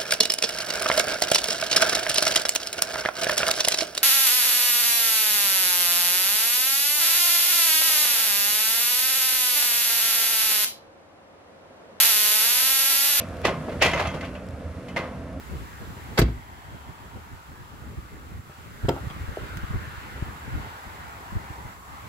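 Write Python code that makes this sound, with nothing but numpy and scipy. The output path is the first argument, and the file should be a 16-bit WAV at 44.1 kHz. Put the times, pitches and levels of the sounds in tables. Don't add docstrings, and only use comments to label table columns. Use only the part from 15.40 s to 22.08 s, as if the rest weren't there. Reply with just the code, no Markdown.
import sys
import numpy as np
from scipy import signal
from scipy.fft import rfft, irfft, next_fast_len
from scipy.io import wavfile
from scipy.ndimage import uniform_filter1d

SR = 44100
rng = np.random.default_rng(int(sys.argv[2]) if len(sys.argv) > 2 else 0)


def generate_wav(sig):
    pcm = np.round(np.clip(np.atleast_2d(sig).T, -1, 1) * 32767).astype(np.int16)
    wavfile.write(sys.argv[1], SR, pcm)


N = 294588
TIME = np.arange(N) / SR
RING_TIME = np.arange(SR // 2) / SR
PORT_LAG_S = 0.000476

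# frequency in Hz, relative spectral density in dB.
ROAR_SPECTRUM = [(30, -7), (62, 12.5), (120, 4.5), (300, -3), (560, -3.5), (760, 7), (950, 10.5),
                 (1250, 0.5), (1800, 2), (3000, -38), (8000, -43)]
TYRE_SPECTRUM = [(300, -4.5), (700, -2), (1100, 2.5), (1500, 1.5), (1750, 0.5), (2050, 1.5), (2450, -6),
                 (3500, -8.5), (5000, -16.5), (9000, -52)]
SPRAY_SPECTRUM = [(1500, -2), (2600, 8.5), (3200, 5), (4300, 0.5), (5500, -4), (9000, -27)]
HISS_SPECTRUM = [(1000, -8), (3000, -21), (4500, -1), (5800, -0.5), (6700, 1), (7500, 4.5), (8300, -1.5),
                 (10000, -2), (12500, 0), (15500, -2.5)]
WIND_SPECTRUM = [(20, -8), (40, -8.5), (65, 5), (110, -1), (180, -6.5), (300, -10.5), (500, -17),
                 (1000, -32), (3000, -62), (8000, -100)]
THUMP_SPECTRUM = [(20, -39), (50, 2.5), (95, 4), (170, -10.5), (300, -17.5), (550, -34), (1200, -36),
                  (3000, -55), (8000, -100)]
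# closest approach in seconds, half-length in seconds, roar, tyre and
# spray levels in dB, whirr frequency in Hz.
CARS = [(1.407, 1.02, -44.5, -64, -59, 1090), (4.29, 0.85, -66, -44.5, -81, 1460),
        (5.876, 1.31, -44, -50.5, -66, 920)]
# centre in seconds, level change in dB, half-length in seconds.
ROAD_WAVERS = [(3.01, -2.5, 0.04), (3.31, -2, 0.056), (4.06, 1.5, 0.044), (5.22, 2, 0.081),
               (6.14, 1, 0.013), (6.2, -0.5, 0.15), (6.405, -5, 0.046), (6.6, -0.5, 0.14)]
GUSTS = [(2.6, 2.5, 0.1), (3.7, 2.5, 0.51), (4.26, 5, 0.16), (4.82, 5, 0.079), (5.16, 11, 0.07)]
# centre in seconds, peak level in dB, half-length in seconds.
LOW_THUMPS = [(.21, -30.5, 0.019), (1.93, -26, .015), (2.216, -31, 0.018), (2.585, -18.5, 0.007),
              (2.95, -25.5, 0.031), (2.998, -25, 0.0051), (3.451, -14, 0.011), (3.617, -29, .016),
              (3.673, -19.5, 0.0047), (3.71, -30, 0.0044), (3.768, -33, 0.0036), (3.812, -26, 0.0086),
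              (3.842, -26, 0.0094), (3.886, -20.5, 0.0081), (4.171, -23, 0.0079), (4.239, -18.5, 0.006),
              (4.307, -20, 0.007), (4.354, -16, 0.011), (4.478, -25, 0.01), (4.582, -29, 0.0074),
              (4.826, -16.5, 0.0025), (5.15, -18.5, 0.02), (5.173, -26, 0.018), (5.471, -33, 0.0062),
              (5.93, -25.5, 0.0066), (5.964, -14.5, 0.0084), (6.109, -26, 0.0041), (6.257, -26, 0.0053)]
# centre in seconds, half-length in seconds, frequency in Hz, level in dB.
WHINES = [(1.35, .33, 3200, -60), (1.6, .25, 930, -53.5), (2.4, .3, 1200, -55.5), (4.25, .28, 1460, -53),
          (4.5, .22, 2720, -61), (5.2, .09, 2050, -56), (5.8, .14, 1900, -58), (6.58, .16, 1070, -52)]
# frequency in Hz, level in dB, time to decay by 60 dB in seconds.
CABIN_MODES = [(57, -9.3, .26), (109, -22.5, .42), (122, -17, .38), (141, -11.6, .22), (172, -12.6, .17),
               (206, -18, .22), (247, -20.5, .32), (331, -16, .14), (358, -13.5, .146)]
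FRONT_SKIN_MODES = [(275, -22, .06), (372, -27, .06), (489, -36, .09), (527, -33, .09), (665, -20, .1),
                    (830, -24, .058), (1104, -22, .046), (1500, -20, .055), (1554, -24, .06),
                    (1640, -28, .09), (1760, -28, .06), (2040, -29, .09), (2213, -28, .08)]
FRONT_LATCH_MODES = [(2213, -30, .07), (2620, -35, 0.08), (3187, -38, 0.075), (3920, -34, 0.06),
                     (4550, -27, 0.055), (4705, -34, 0.06), (11867, -33, 0.044), (13100, -28, 0.036)]
REAR_FRAME_MODES = [(84, -20.4, .25), (136, -12.3, .055), (275, -17.7, .07), (356, -18.8, .1),
                    (409, -20.4, .093)]
REAR_SKIN_MODES = [(530, -30, .08), (601, -23, .09), (659, -27, .09), (799, -26, .11), (915, -27, .1),
                   (1345, -27, .07)]
REAR_LATCH_MODES = [(2760, -26, 0.017), (3300, -17, 0.01), (4960, -28, 0.022), (7300, -25, 0.027)]
CHECK_STOP_MODES = [(390, -25.5, 0.09), (477, -24.5, 0.049), (597, -24, 0.042), (666, -41, 0.039)]
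# centre in Hz, gain in dB, time to decay by 60 dB in seconds.
FRONT_SKIN_BANDS = [(230, 3, 0.048), (345, 9.5, 0.038), (470, -5, 0.035), (670, 4.5, 0.041),
                    (930, -2, 0.024), (1440, 0, 0.025), (2150, -7, 0.06), (2600, -22, 0.13),
                    (4960, -20, 0.087), (9000, -44.5, .05)]
FRONT_LATCH_BANDS = [(1500, -16, 0.032), (4380, -13.5, 0.028), (5770, -20.5, 0.045), (7460, -18, 0.059),
                     (9150, -22.5, 0.036), (12500, -13.5, 0.041), (15500, -15, .04)]
REAR_SKIN_BANDS = [(239, -0.5, 0.059), (450, -7, 0.085), (745, -2, 0.055), (1010, -17, 0.034),
                   (1490, -19, 0.05), (2500, -24, 0.038), (5000, -58, .04)]
REAR_LATCH_BANDS = [(1500, -16, 0.027), (3300, -13, 0.017), (5970, -30, 0.051), (7200, -26, 0.015),
                    (10400, -46, 0.017), (15500, -13, 0.028)]
KEY_BANDS = [(1960, 13, 0.033), (4000, 5, 0.033), (7000, -2, 0.037), (9940, -7, 0.027), (14000, -2, 0.027)]
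# start in seconds, latch and skin levels in dB, cutoff in Hz for a 0 dB impact.
FRONT_CLACKS = [(.7725, -12, -21, 5500), (.7760, 1, -7, 6000), (.7795, 2.5, -1.5, 6000),
                (.7875, 1, 1, 11000), (.8158, 1, -10, 5540), (.8200, -2, -12, 5500),
                (.8835, -17, -25, 7000)]
REAR_CLACKS = [(3.4535, -23, -37, 10000), (3.4862, -11, -9.5, 15200), (3.4893, -6.5, -22, 15000),
               (3.4915, -5.5, -16, 11000), (3.5622, -30, -21, 4000), (3.7012, -16, -31, 10100),
               (3.7100, -17, -29, 10100)]
# start in seconds, push in dB, skin rattle in dB.
FRONT_KNOCKS = [(.7919, 0, -1), (.7985, -20, -12), (.8178, -1.8, -35), (.8232, -3.2, -30),
                (.8289, -12.4, -34), (.8401, -8, -30), (.879, -11.5, -38), (.9073, -20.7, -38)]
# start in seconds, push in dB, skin rattle in dB.
REAR_KNOCKS = [(3.0960, -20, -23), (3.4337, -25, -27), (3.4470, -19, -31), (3.4844, -3.2, -14),
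               (3.4910, -5.1, -10), (3.4919, -4.7, -3), (3.5061, -15.7, -14), (3.5147, -11, -26),
               (3.5347, -15.2, -28), (3.5581, -18.5, -28), (3.5645, -16.5, -16), (3.5770, -28, -15)]
# start in seconds, gain in dB.
CHECK_TOCKS = [(3.9710, -1), (3.9802, -13)]
KEY_TICKS = [(4.171, -35.5)]


def undb(db):
    return 10 ** (np.asarray(db) / 20)


def add(out, s, sound):
    start = int(s * SR)
    out[:, start:start + sound.shape[-1]] += sound[:, :N - start]


def soften(x, hz):
    return signal.lfilter(*signal.butter(2, min(hz, SR / 2.3), fs=SR), x)


def thin(x, hz, order=2):
    return signal.sosfilt(signal.butter(order, hz, "high", fs=SR, output="sos"), x)


def colour(x, hz, gain):
    f = np.fft.rfftfreq(x.shape[-1], 1 / SR) + 1
    return irfft(rfft(x) * np.interp(np.log(f), np.log(hz), gain), x.shape[-1])


def shaped(x, spectrum):
    hz, db = np.transpose(spectrum)
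    size = next_fast_len(N)
    f = np.fft.rfftfreq(size, 1 / SR) + 1
    gain = undb(np.interp(np.log(f), np.log(hz), db))
    out = irfft(rfft(x, size) * gain, size)[:, :N]
    return out / np.sqrt(np.mean(out ** 2))


def noise(size, coherent_hz=SR, lag_s=0):
    f = np.fft.rfftfreq(size, 1 / SR)
    coherence = 1 / (1 + (f / coherent_hz) ** 4)
    white = rfft(rng.standard_normal((2, size)))
    mid, side = white * np.sqrt([1 + coherence, 1 - coherence]) / np.sqrt(2)
    delay = np.exp(-2j * np.pi * f * lag_s)
    return irfft(np.array([(mid + side) * delay, mid - side]), size)


def wander(rate_hz):
    return 1.335 * np.interp(TIME * rate_hz, np.arange(400), rng.standard_normal(400))


def bell(s, half_s):
    return np.exp(-.5 * ((TIME - s) / half_s) ** 2)


def swell(table):
    return sum(db * bell(s, half_s) for s, db, half_s in table)


def passing_cars(doppler=0.0074):
    roar, tyres, spray = undb([-75, -49, -56.5]) ** 2
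    weighted_hz = tyres * 1325
    for s, half_s, roar_db, tyres_db, spray_db, whirr_hz in CARS:
        along = (TIME - s) / half_s
        near = 1 / (1 + along ** 2)
        rolling = (near * undb(tyres_db)) ** 2
        roar += (near * undb(roar_db)) ** 2
        tyres += rolling
        spray += (near * undb(spray_db)) ** 2
        weighted_hz += rolling * whirr_hz * (1 - doppler * along * np.sqrt(near))
    return np.sqrt(roar), np.sqrt(tyres), np.sqrt(spray), weighted_hz / tyres


def whirr(x, centre_hz, lift_db, octaves, flutter_db):
    grid = np.geomspace(500, 4000, 13)
    padded = np.pad(x, ((0, 0), (0, next_fast_len(N) - N)))
    out, power = 0, 0
    for hz, share in zip(grid, np.eye(len(grid))):
        band = colour(padded, grid, share)[:, :N]
        hump = np.exp(-.5 * (np.log2(hz / centre_hz) / octaves) ** 2)
        flutter = (hz < grid[-2]) * wander(11)
        gain = undb(lift_db * hump + flutter_db * flutter)
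        out += band * gain
        power += band.var() * gain ** 2
    return out / np.sqrt(power)


def road():
    roar_gain, tyre_gain, spray_gain, whirr_hz = passing_cars()
    distant = noise(N, coherent_hz=570) + undb(4) * noise(N, lag_s=0.00033)
    roar = shaped(distant, ROAR_SPECTRUM) * roar_gain * undb(0.11 * wander(2.6))
    rolling = shaped(noise(N, lag_s=PORT_LAG_S) + undb(2.5) * noise(N, coherent_hz=480), TYRE_SPECTRUM)
    tyres = whirr(rolling, whirr_hz, lift_db=5, octaves=0.33, flutter_db=2.5) * tyre_gain
    sizzle = noise(N, lag_s=PORT_LAG_S) + undb(5) * noise(N, coherent_hz=500)
    spray = shaped(sizzle, SPRAY_SPECTRUM) * spray_gain
    waver_db = swell(ROAD_WAVERS)
    hiss = shaped(noise(N, coherent_hz=500), HISS_SPECTRUM) * undb(-54.5 + 0.28 * waver_db)
    return (roar + tyres + spray) * undb(waver_db) + hiss


def wind(breeze_db=-40, easing_db_per_s=1.31):
    level_db = breeze_db - easing_db_per_s * TIME + swell(GUSTS) + 3.5 * wander(26)
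    eddies = noise(N) + undb(0.5) * rng.standard_normal((2, N))
    return shaped(eddies, WIND_SPECTRUM) * undb(level_db)


def low_thumps():
    out = np.zeros((2, N))
    rumble = shaped(noise(N) + undb(9) * rng.standard_normal((2, N)), THUMP_SPECTRUM)
    for s, db, half_s in LOW_THUMPS:
        near = abs(TIME - s) < .1
        thump = rumble[:, near] * bell(s, half_s)[near]
        out[:, near] += thump / abs(thump).max() * undb(db)
    return out


def contact(s, push, skin_db, latch_db, rattle_s, hard_hz):
    cutoff_hz = hard_hz * 2 ** (max(skin_db, latch_db) / 11)
    return s, push, skin_db, latch_db, rattle_s, cutoff_hz


def clacks(table, rattle_s):
    return [contact(s, 0, skin_db, latch_db, rattle_s, hz) for s, latch_db, skin_db, hz in table]


def knocks(table, latch_offset_db, rattle_s, hard_hz):
    return [contact(s, -(-1) ** k * undb(push_db), db, db + latch_offset_db, rattle_s, hard_hz)
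            for k, (s, push_db, db) in enumerate(table)]


def modes(table, coherent_hz=1800):
    out = 0
    for k, (hz, db, t60) in enumerate(table):
        phase = np.array([[1], [-1]]) * min(hz / coherent_hz, 1) ** 2 * (-1) ** k * np.pi / 4
        out += undb(db - 60 * RING_TIME / t60) * np.cos(2 * np.pi * hz * RING_TIME + phase)
    return out


def dense_modes(table, coherent_hz):
    hz, levels_db, t60s = np.transpose(table)
    source = noise(len(RING_TIME), coherent_hz)
    grid = np.r_[hz[0] / 2, hz, hz[-1] * 2]
    shares = np.eye(len(grid))[1:-1]
    return sum(colour(source, grid, share) * undb(db - 60 * RING_TIME / t60)
               for share, db, t60 in zip(shares, levels_db, t60s))


def rattle(length_s, count=11):
    when = np.r_[0, (np.arange(count) + rng.random(count)) / count]
    size = np.exp(-1.5 * when) * np.r_[1, .6 * rng.choice([-1, 1], count)]
    force = np.zeros(int(length_s * SR) + 1)
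    np.add.at(force, (when * length_s * SR).astype(int), size)
    return force[None] / np.linalg.norm(size)


def door(contacts, body_modes, skin_modes, skin_bands, latch_modes, latch_bands,
         coherent_hz, push_hz, skin_hz, radiate_hz):
    thud, metal = np.zeros((2, 2, N))
    boom, latch_ring = modes(body_modes), modes(latch_modes)
    skin_ring = soften(modes(skin_modes, coherent_hz), skin_hz)
    for s, push, skin_db, latch_db, rattle_s, cutoff_hz in contacts:
        ring = undb(skin_db) * skin_ring + undb(latch_db) * latch_ring
        dense = undb(skin_db) * dense_modes(skin_bands, coherent_hz)
        dense += undb(latch_db) * dense_modes(latch_bands, coherent_hz)
        clatter = signal.fftconvolve(dense, rattle(rattle_s), axes=1)[:, :len(RING_TIME)]
        seal_hz = 1 + push_hz * np.sqrt(abs(push))
        add(thud, s, push * soften(boom, seal_hz))
        add(metal, s, soften(ring + clatter, cutoff_hz))
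    return thud + thin(metal, radiate_hz, order=4)


def front_door_slam():
    contacts = clacks(FRONT_CLACKS, rattle_s=.007)
    contacts += knocks(FRONT_KNOCKS, latch_offset_db=2.5, rattle_s=.009, hard_hz=15000)
    return door(contacts, CABIN_MODES, FRONT_SKIN_MODES, FRONT_SKIN_BANDS, FRONT_LATCH_MODES,
                FRONT_LATCH_BANDS, coherent_hz=960, push_hz=383, skin_hz=3950, radiate_hz=228)


def forecourt(x, wet_db, t60, dull_hz):
    tail = noise(len(RING_TIME), coherent_hz=500) * undb(-60 * RING_TIME / t60) * (RING_TIME > .008)
    tail = thin(soften(tail / np.linalg.norm(tail[0]), dull_hz), hz=219)
    return x + undb(wet_db) * signal.fftconvolve(x, tail, axes=1)[:, :N]


def traffic_whines(half_width_octaves):
    source = noise(N, lag_s=PORT_LAG_S) + undb(17) * noise(N, coherent_hz=500)
    out = 0
    for s, half_s, hz, db in WHINES:
        band = [(hz * 2 ** (k * half_width_octaves), -3 * k * k) for k in range(-5, 6)]
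        out += shaped(source, band) * undb(db) * bell(s, half_s)
    return out


def rear_door_release():
    contacts = clacks(REAR_CLACKS, rattle_s=.0065)
    contacts += knocks(REAR_KNOCKS, latch_offset_db=-21, rattle_s=.00448, hard_hz=7500)
    return door(contacts, REAR_FRAME_MODES, REAR_SKIN_MODES, REAR_SKIN_BANDS, REAR_LATCH_MODES,
                REAR_LATCH_BANDS, coherent_hz=1290, push_hz=720, skin_hz=2480, radiate_hz=195)


def check_stop(top_hz):
    lowpass = signal.butter(6, top_hz, fs=SR, output="sos")
    return thin(signal.sosfilt(lowpass, modes(CHECK_STOP_MODES)), hz=323)


def key_tick():
    return dense_modes(KEY_BANDS, coherent_hz=500)


def scene():
    car = front_door_slam() + rear_door_release()
    for s, db in CHECK_TOCKS:
        add(car, s, undb(db) * check_stop(top_hz=795))
    for s, db in KEY_TICKS:
        add(car, s, undb(db) * key_tick())
    car[1] = np.roll(car[1], int(.00013 * SR))
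    outdoors = forecourt(car, wet_db=-11.5, t60=0.3, dull_hz=3630)
    return outdoors + road() + traffic_whines(half_width_octaves=0.061) + wind() + low_thumps()


def gain_control(x, threshold_db, cut_db, hold_s, release_s):
    power = uniform_filter1d(np.mean(x ** 2, axis=0), int(.04 * SR))
    loud = power > undb(threshold_db) ** 2
    since_s = TIME - np.maximum.accumulate(np.where(loud, TIME, -np.inf))
    depth = np.clip(1 - (since_s - hold_s) / release_s, 0, 1)
    return x * undb(-cut_db * uniform_filter1d(depth, size=256))


def record(dry):
    ducked = gain_control(thin(dry, hz=27), threshold_db=-15.5, cut_db=4, hold_s=2.19, release_s=0.45)
    rounded = .95 * np.tanh(ducked / .95)
    lowpass = signal.ellip(10, .05, 60, 15750, fs=SR, output="sos")
    return signal.sosfiltfilt(lowpass, rounded)


dry = scene()
out = record(dry)
generate_wav(out)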